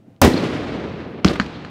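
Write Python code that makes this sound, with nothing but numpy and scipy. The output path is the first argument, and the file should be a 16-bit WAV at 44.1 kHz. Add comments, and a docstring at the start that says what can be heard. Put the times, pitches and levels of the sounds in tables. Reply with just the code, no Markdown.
"""A firework shell bursts overhead: a shock front, a dense roar off the ground and nearby walls, then a long
rolling rumble. A second later come a booming report and a thin, sharp crack, each with its own slap echoes.
Faint pops sound far away in a low outdoor hush, all heard at one microphone. Fronts are shaped pulses, booms
are decaying sines, roars and tails are fading noise; a fast limiter holds down the loudest peaks."""
import sys
import numpy as np
from scipy import signal
from scipy.fft import rfft, irfft, next_fast_len
from scipy.io import wavfile
from scipy.ndimage import uniform_filter1d, minimum_filter1d, map_coordinates

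SR = 44100
rng = np.random.default_rng(int(sys.argv[2]) if len(sys.argv) > 2 else 0)


def to_wav(s):
    """Save 16-bit WAV."""
    ch = np.atleast_2d(s).T  # columns
    pcm = np.round(np.clip(ch, -1, 1) * 32767)  # PCM
    wavfile.write(sys.argv[1], SR, pcm.astype(np.int16))


N = 74970  # samples

# Levels are dB re full scale ahead of the limiter; colours give only the shape of a spectrum.
# Spectrum of the outdoor hush [pitch_hz, relative_level_db]
NIGHT_COLOUR = [(25, -28), (70, -6), (120, 2.5), (260, -0.5), (400, -8), (700, -11), (1000, -23),
                (2700, -30), (5000, -39), (15500, -48)]
NIGHT_DB = -51.5  # rms about which the hush wavers
# Far pops [start_s, peak_db, pitch_hz, half_width_octaves]
FAR_POPS = [(.079, -37.5, 245, 0.38), (0.164, -47, 2500, 0.87)]

BURST_S = 0.2162  # the shell's shock front reaches the microphone
# The shell's shock and its near reflections [delay_s, peak_db]
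BURST_SHOCKS = [(0, 2), (.0012, -25), (.0042, 1), (.015, -3), (.031, -2), (0.0337, 3.5)]
# Spectrum of the shock and its tearing edge [pitch_hz, relative_level_db]
BURST_COLOUR = [(40, -1.5), (300, 1), (1400, -4), (2500, -18.5), (6000, -18.5), (9000, -24), (15500, -22.5)]
# The shell's low push, before its attack [pitch_hz, start_level_db, t60_s]
BURST_BOOM = [(62, -3.5, .11), (87.9, 4.5, 0.12), (125.2, -1, .1), (243.4, -7, 0.225)]
# Spectrum of the roar off the ground and nearby walls [pitch_hz, relative_level_db]
ROAR_COLOUR = [(15, -41), (25, -12), (86, 0.5), (188, -3.5), (253, -0.5), (495, -3.5), (567, -9),
               (762, -13), (1710, -21), (1900, -17.5), (3630, -25), (5430, -27.5), (15500, -47)]
# Decay of the roar [pitch_hz, t60_s]
ROAR_T60 = [(110, 0.098), (300, 0.39), (1000, 0.25), (4000, 0.25), (12000, 0.28)]
# Dull single echoes of the shell [delay_s, peak_db]
THUDS = [(0.061, -2.5), (0.07, -6.5), (.126, -7.5), (.137, -11)]
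# Spectrum of those echoes [pitch_hz, relative_level_db]
THUD_COLOUR = [(30, -24), (80, -9.5), (250, 8), (400, -4.5), (800, -18), (3000, -49), (15000, -80)]

# Spectrum of the long rumble [pitch_hz, relative_level_db]
ROLL_COLOUR = [(15, -53), (25, -69), (64, -7), (164, -4), (221, -2.5), (260, -1.5), (368, -5.5), (445, -6),
               (848, -16.5), (1490, -19), (1660, -20), (2300, -20.5), (4260, -27.5), (15500, -62.5)]
# Decay of the rumble, shared by the report's roll [pitch_hz, t60_s]
ROLL_T60 = [(60, 5.3), (140, 3.4), (300, 5.04), (1500, 3.36), (4000, 2.35), (8000, 1.49), (14000, 0.77)]
# Swells of the rumble, returned by far slopes and buildings [delay_s, width_s, gain_db]
SWELLS = [(.19, 0.041, 2), (.3, 0.063, 1), (.56, 0.082, 2)]
CRACKLE_RATE, CRACKLE_DB = 900, 0.44  # graininess of the tails: random knots per second, depth in dB

# Ragged echoes off walls, trees and slopes
# [start_s (centre), relative_level_db, pitch_hz, half_width_octaves, length_s (centre to 1/e)]
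SLAPS = [(0.3387, -18.5, 4000, 0.22, 0.0051), (.377, -20, 4300, 0.12, 0.008),
         (0.629, -20.5, 75, 0.36, 0.019), (0.79, -18, 350, .8, 0.016), (1.285, -10, 250, 0.68, 0.0038),
         (1.316, -7.5, 300, 0.78, 0.0058), (1.314, -27, 2200, 1.1, .004), (1.36, -16.5, 1350, 0.96, 0.0062),
         (1.464, -24, 2800, 0.82, 0.0017), (1.553, -36, 3750, 0.29, 0.022)]
# Sharp echoes off hard walls [start_s, peak_db, pitch_hz, half_width_octaves]
TICKS = [(1.2793, -10.5, 3200, 0.51), (1.2849, -9, 4230, 0.31), (1.4152, -17, 1390, 0.65)]

REPORT_S = 1.2465  # the second, booming report
REPORT_SHOCK_DB = 0  # peak of its shock front
# Spectrum of the report's front [pitch_hz, relative_level_db]
REPORT_COLOUR = [(100, -10), (450, -1), (750, -7), (1250, 4), (1900, -4), (3000, -3), (3700, -6.5),
                 (4700, -2), (6800, -10), (8200, -27), (11000, -37), (15500, -42)]
# The report's low push, before its attack [pitch_hz, start_level_db, t60_s]
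REPORT_BOOM = [(73.6, -5.5, 0.092), (187.7, 6.5, 0.057), (304, 3.5, 0.052), (474, -1, 0.033)]
# Spectrum of the report's short tail [pitch_hz, relative_level_db]
REPORT_TAIL_COLOUR = [(15, -55), (25, -29), (53, -9.5), (173, -8), (289, -2), (349, -6), (482, -9.5),
                      (945, -19), (1170, -16.5), (4380, -25.5), (15500, -56.5)]
# Decay of that tail [pitch_hz, t60_s]
REPORT_TAIL_T60 = [(60, 0.85), (300, 0.47), (1500, 0.37), (4000, 0.32), (12000, 0.28)]
# Spectrum of the report's weaker roll [pitch_hz, relative_level_db]
REPORT_ROLL_COLOUR = [(25, -35), (75, -0.5), (250, -1), (500, -11.5), (1200, -12), (4000, -21), (8000, -42),
                      (15500, -70)]

# Thin cracks; the level scales every part of a crack [start_s, level_db]
CRACKS = [(1.3992, -0.5), (1.6488, -21)]
# Spectrum of a crack [pitch_hz, relative_level_db]
CRACK_COLOUR = [(60, -19.5), (200, -2.5), (750, -10), (1500, 2.5), (2000, -3), (2400, -11.5), (3100, -9),
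                (3700, -22), (4400, -9), (5500, -40), (6900, -23), (8000, -41), (15500, -61)]
# A crack's direct front and near reflections [delay_s, relative_level_db]
CRACK_WALLS = [(0, 2), (.0017, -10), (.004, -9.5), (0.014, -24)]
# Spectrum of a crack's brief puff [pitch_hz, relative_level_db]
CRACK_TAIL_COLOUR = [(30, -26), (80, 3), (220, 8.5), (600, -20), (1600, -7.5), (3000, -24), (4400, -14.5),
                     (8000, -39), (15500, -65)]
# Decay of the puff [pitch_hz, t60_s]
CRACK_TAIL_T60 = [(100, 0.15), (1500, 0.12), (10000, 0.17)]
# A crack's slight low push [pitch_hz, relative_start_level_db, t60_s]
CRACK_BOOM = [(75, -19, 0.13), (198, -15, 0.084)]

CEILING, LOOKAHEAD_S = 1, 0.0012  # the recorder's limiter: top amplitude, window in seconds
TOP_HZ = 15800  # band limit of the recorder


def amp(db):
    """Decibels to gain."""
    return 10 ** (np.asarray(db) / 20)


def along(points, hz):
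    """Read (pitch_hz, value) points on a log frequency axis."""
    point_hz, values = np.transpose(points)
    return np.interp(np.log(hz + 1), np.log(point_hz + 1), values)


def since(start):
    """Seconds since start, zero before it."""
    return np.maximum(np.arange(N) / SR - start, 0)


def wobble(rate):
    """A smooth random curve through rate knots a second."""
    knots = rng.standard_normal(N // 20)
    return map_coordinates(knots, [np.arange(N) * rate / SR], mode="wrap")


def filtered(x, response):
    """Multiply the spectrum of x by a response of frequency."""
    size = next_fast_len(N + SR // 2)
    spectrum = rfft(x, size) * response(np.fft.rfftfreq(size, 1 / SR))
    return irfft(spectrum, size)[:N]


def noise(colour):
    """Coloured noise of rms 1."""
    x = filtered(rng.standard_normal(N), lambda hz: amp(along(colour, hz)))
    return x / x.std()


def band(pitch, half_width):
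    """A colour with one rounded hump, 6 dB down at half_width octaves to either side."""
    hz = np.geomspace(20, SR / 2, 60)
    octaves = np.log2(hz / pitch)
    return np.c_[hz, -20 * np.log10(1 + (octaves / half_width) ** 4)]


def shocks(start, arrivals, colour):
    """One causal pressure pulse of the given colour for each (delay_s, peak_db)."""
    size = 8192
    cepstrum = irfft(np.log(amp(along(colour, np.fft.rfftfreq(size, 1 / SR)))))
    # Folding the cepstrum forward gives minimum phase: the energy comes as early as it can
    folded = 2 * cepstrum[:size // 2] * np.r_[0.5, np.ones(size // 2 - 1)]
    shape = irfft(np.exp(rfft(folded, size)))
    train = np.zeros(N)
    for delay, db in arrivals:
        train[min(round((start + delay) * SR), N - 1)] += amp(db)
    return signal.fftconvolve(train, shape / abs(shape).max())[:N]


def pulse(start, db, colour):
    """A single pressure pulse with no reflections."""
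    return shocks(start, [(0, db)], colour)


def front(start, colour, t60_s):
    """The brief tearing noise that follows a shock front."""
    t = since(start)
    return (t > 0) * amp(-60 * t / t60_s) * noise(colour)


def boom(start, modes, attack_s):
    """A few low cycles of pressure, beginning with the suction behind the front."""
    t = since(start)
    ring = sum(amp(db - 60 * t / t60) * np.sin(2 * np.pi * hz * t) for hz, db, t60 in modes)
    return -ring * (1 - np.exp(-t / attack_s))


def scatter(start, colour, t60, attack_s, hold_s):
    """Countless merged reflections: they rise, hold, then each frequency dies at its own speed."""
    hz, t, bins = signal.stft(noise(colour), SR, nperseg=256)
    fading_s = np.maximum(t - start - hold_s, 0)
    fade = amp(-60 * fading_s / along(t60, hz)[:, None])
    faded = signal.istft(bins * fade, SR, nperseg=256)[1][:N]
    return faded * (1 - np.exp(-since(start) / attack_s))


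def grainy(x):
    """The treble of a tail breaks up into single small reflections: a fast flutter of unit rms gain."""
    treble = filtered(x, lambda hz: hz ** 4 / (hz ** 4 + 1200 ** 4))
    flutter = amp(CRACKLE_DB * wobble(CRACKLE_RATE))
    flutter = flutter / np.sqrt(np.mean(flutter ** 2))
    return x + treble * (flutter - 1)


def night():
    """A low outdoor hush of wavering noise, with faint far pops as band-shaped pulses."""
    hush = amp(NIGHT_DB + 3.0 * wobble(18.8)) * noise(NIGHT_COLOUR)
    pops = sum(pulse(s, db, band(pitch, width)) for s, db, pitch, width in FAR_POPS)
    return hush + pops


def shell():
    """The main burst: shock fronts, their tearing edge, a deep push, the near roar and dull echoes."""
    shock = shocks(BURST_S, BURST_SHOCKS, BURST_COLOUR)
    tear = amp(1) * front(BURST_S, BURST_COLOUR, t60_s=0.031)
    push = boom(BURST_S, BURST_BOOM, attack_s=0.017)
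    roar = amp(-7) * scatter(BURST_S, ROAR_COLOUR, ROAR_T60, attack_s=0.003, hold_s=0.033)
    thuds = shocks(BURST_S, THUDS, THUD_COLOUR)
    return shock + tear + push + grainy(roar) + thuds


def rumble():
    """The burst rolls round the landscape as slowly fading noise, swelling unevenly."""
    t = since(BURST_S)
    swell_db = sum(db * np.exp(-((t - delay) / width) ** 2) for delay, width, db in SWELLS)
    roll = scatter(BURST_S, ROLL_COLOUR, ROLL_T60, attack_s=0.027, hold_s=0.25)
    return grainy(amp(-23.5 + swell_db + 1.33 * wobble(59.42)) * roll)


def slaps():
    """Rough surfaces return a short smear in their own colour, hard walls a tick."""
    t = np.arange(N) / SR
    out = np.zeros(N)
    for s, db, pitch, width, length in SLAPS:
        swell = np.exp(-((t - s) / length) ** 2)
        out += amp(db - 11) * swell * noise(band(pitch, width))
    for s, db, pitch, width in TICKS:
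        out += pulse(s, db, band(pitch, width))
    return out


def report():
    """A sharp front, a few cycles of boom, a short tail and a weaker roll."""
    snap = pulse(REPORT_S, REPORT_SHOCK_DB, REPORT_COLOUR)
    tear = amp(2) * front(REPORT_S, REPORT_COLOUR, t60_s=0.009)
    push = boom(REPORT_S, REPORT_BOOM, attack_s=0.0034)
    tail = scatter(REPORT_S, REPORT_TAIL_COLOUR, REPORT_TAIL_T60, attack_s=0.00067, hold_s=0.048)
    tail = amp(-21.5 + 2.9 * wobble(110)) * tail
    roll = amp(-34) * scatter(REPORT_S, REPORT_ROLL_COLOUR, ROLL_T60, attack_s=0.05, hold_s=0.18)
    return snap + tear + push + grainy(tail + roll)


def cracks():
    """Small charges snap: a thin pulse with near reflections, a brief puff and a slight low push."""
    out = np.zeros(N)
    for s, db in CRACKS:
        snap = shocks(s, CRACK_WALLS, CRACK_COLOUR)
        puff = amp(-19) * scatter(s, CRACK_TAIL_COLOUR, CRACK_TAIL_T60, attack_s=0.0005, hold_s=0.003)
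        push = boom(s, CRACK_BOOM, attack_s=0.0055)
        out += amp(db) * (snap + puff + push)
    return out


def scene():
    """Everything, at one microphone."""
    return (night() + shell() + rumble() + slaps() + report() + cracks())[None]


def record(dry):
    """A fast limiter holds down the loudest peaks, then a steep low-pass cuts above the band limit."""
    size = max(int(LOOKAHEAD_S * SR), 1)
    needed = CEILING / np.maximum(abs(dry[0]), CEILING)
    # Centred windows: the gain starts down just ahead of each peak
    gain = uniform_filter1d(minimum_filter1d(needed, size), size)
    return filtered(dry[0] * gain, lambda hz: 1 / (1 + (hz / TOP_HZ) ** 80))[None]


dry = scene()
out = record(dry)
to_wav(out)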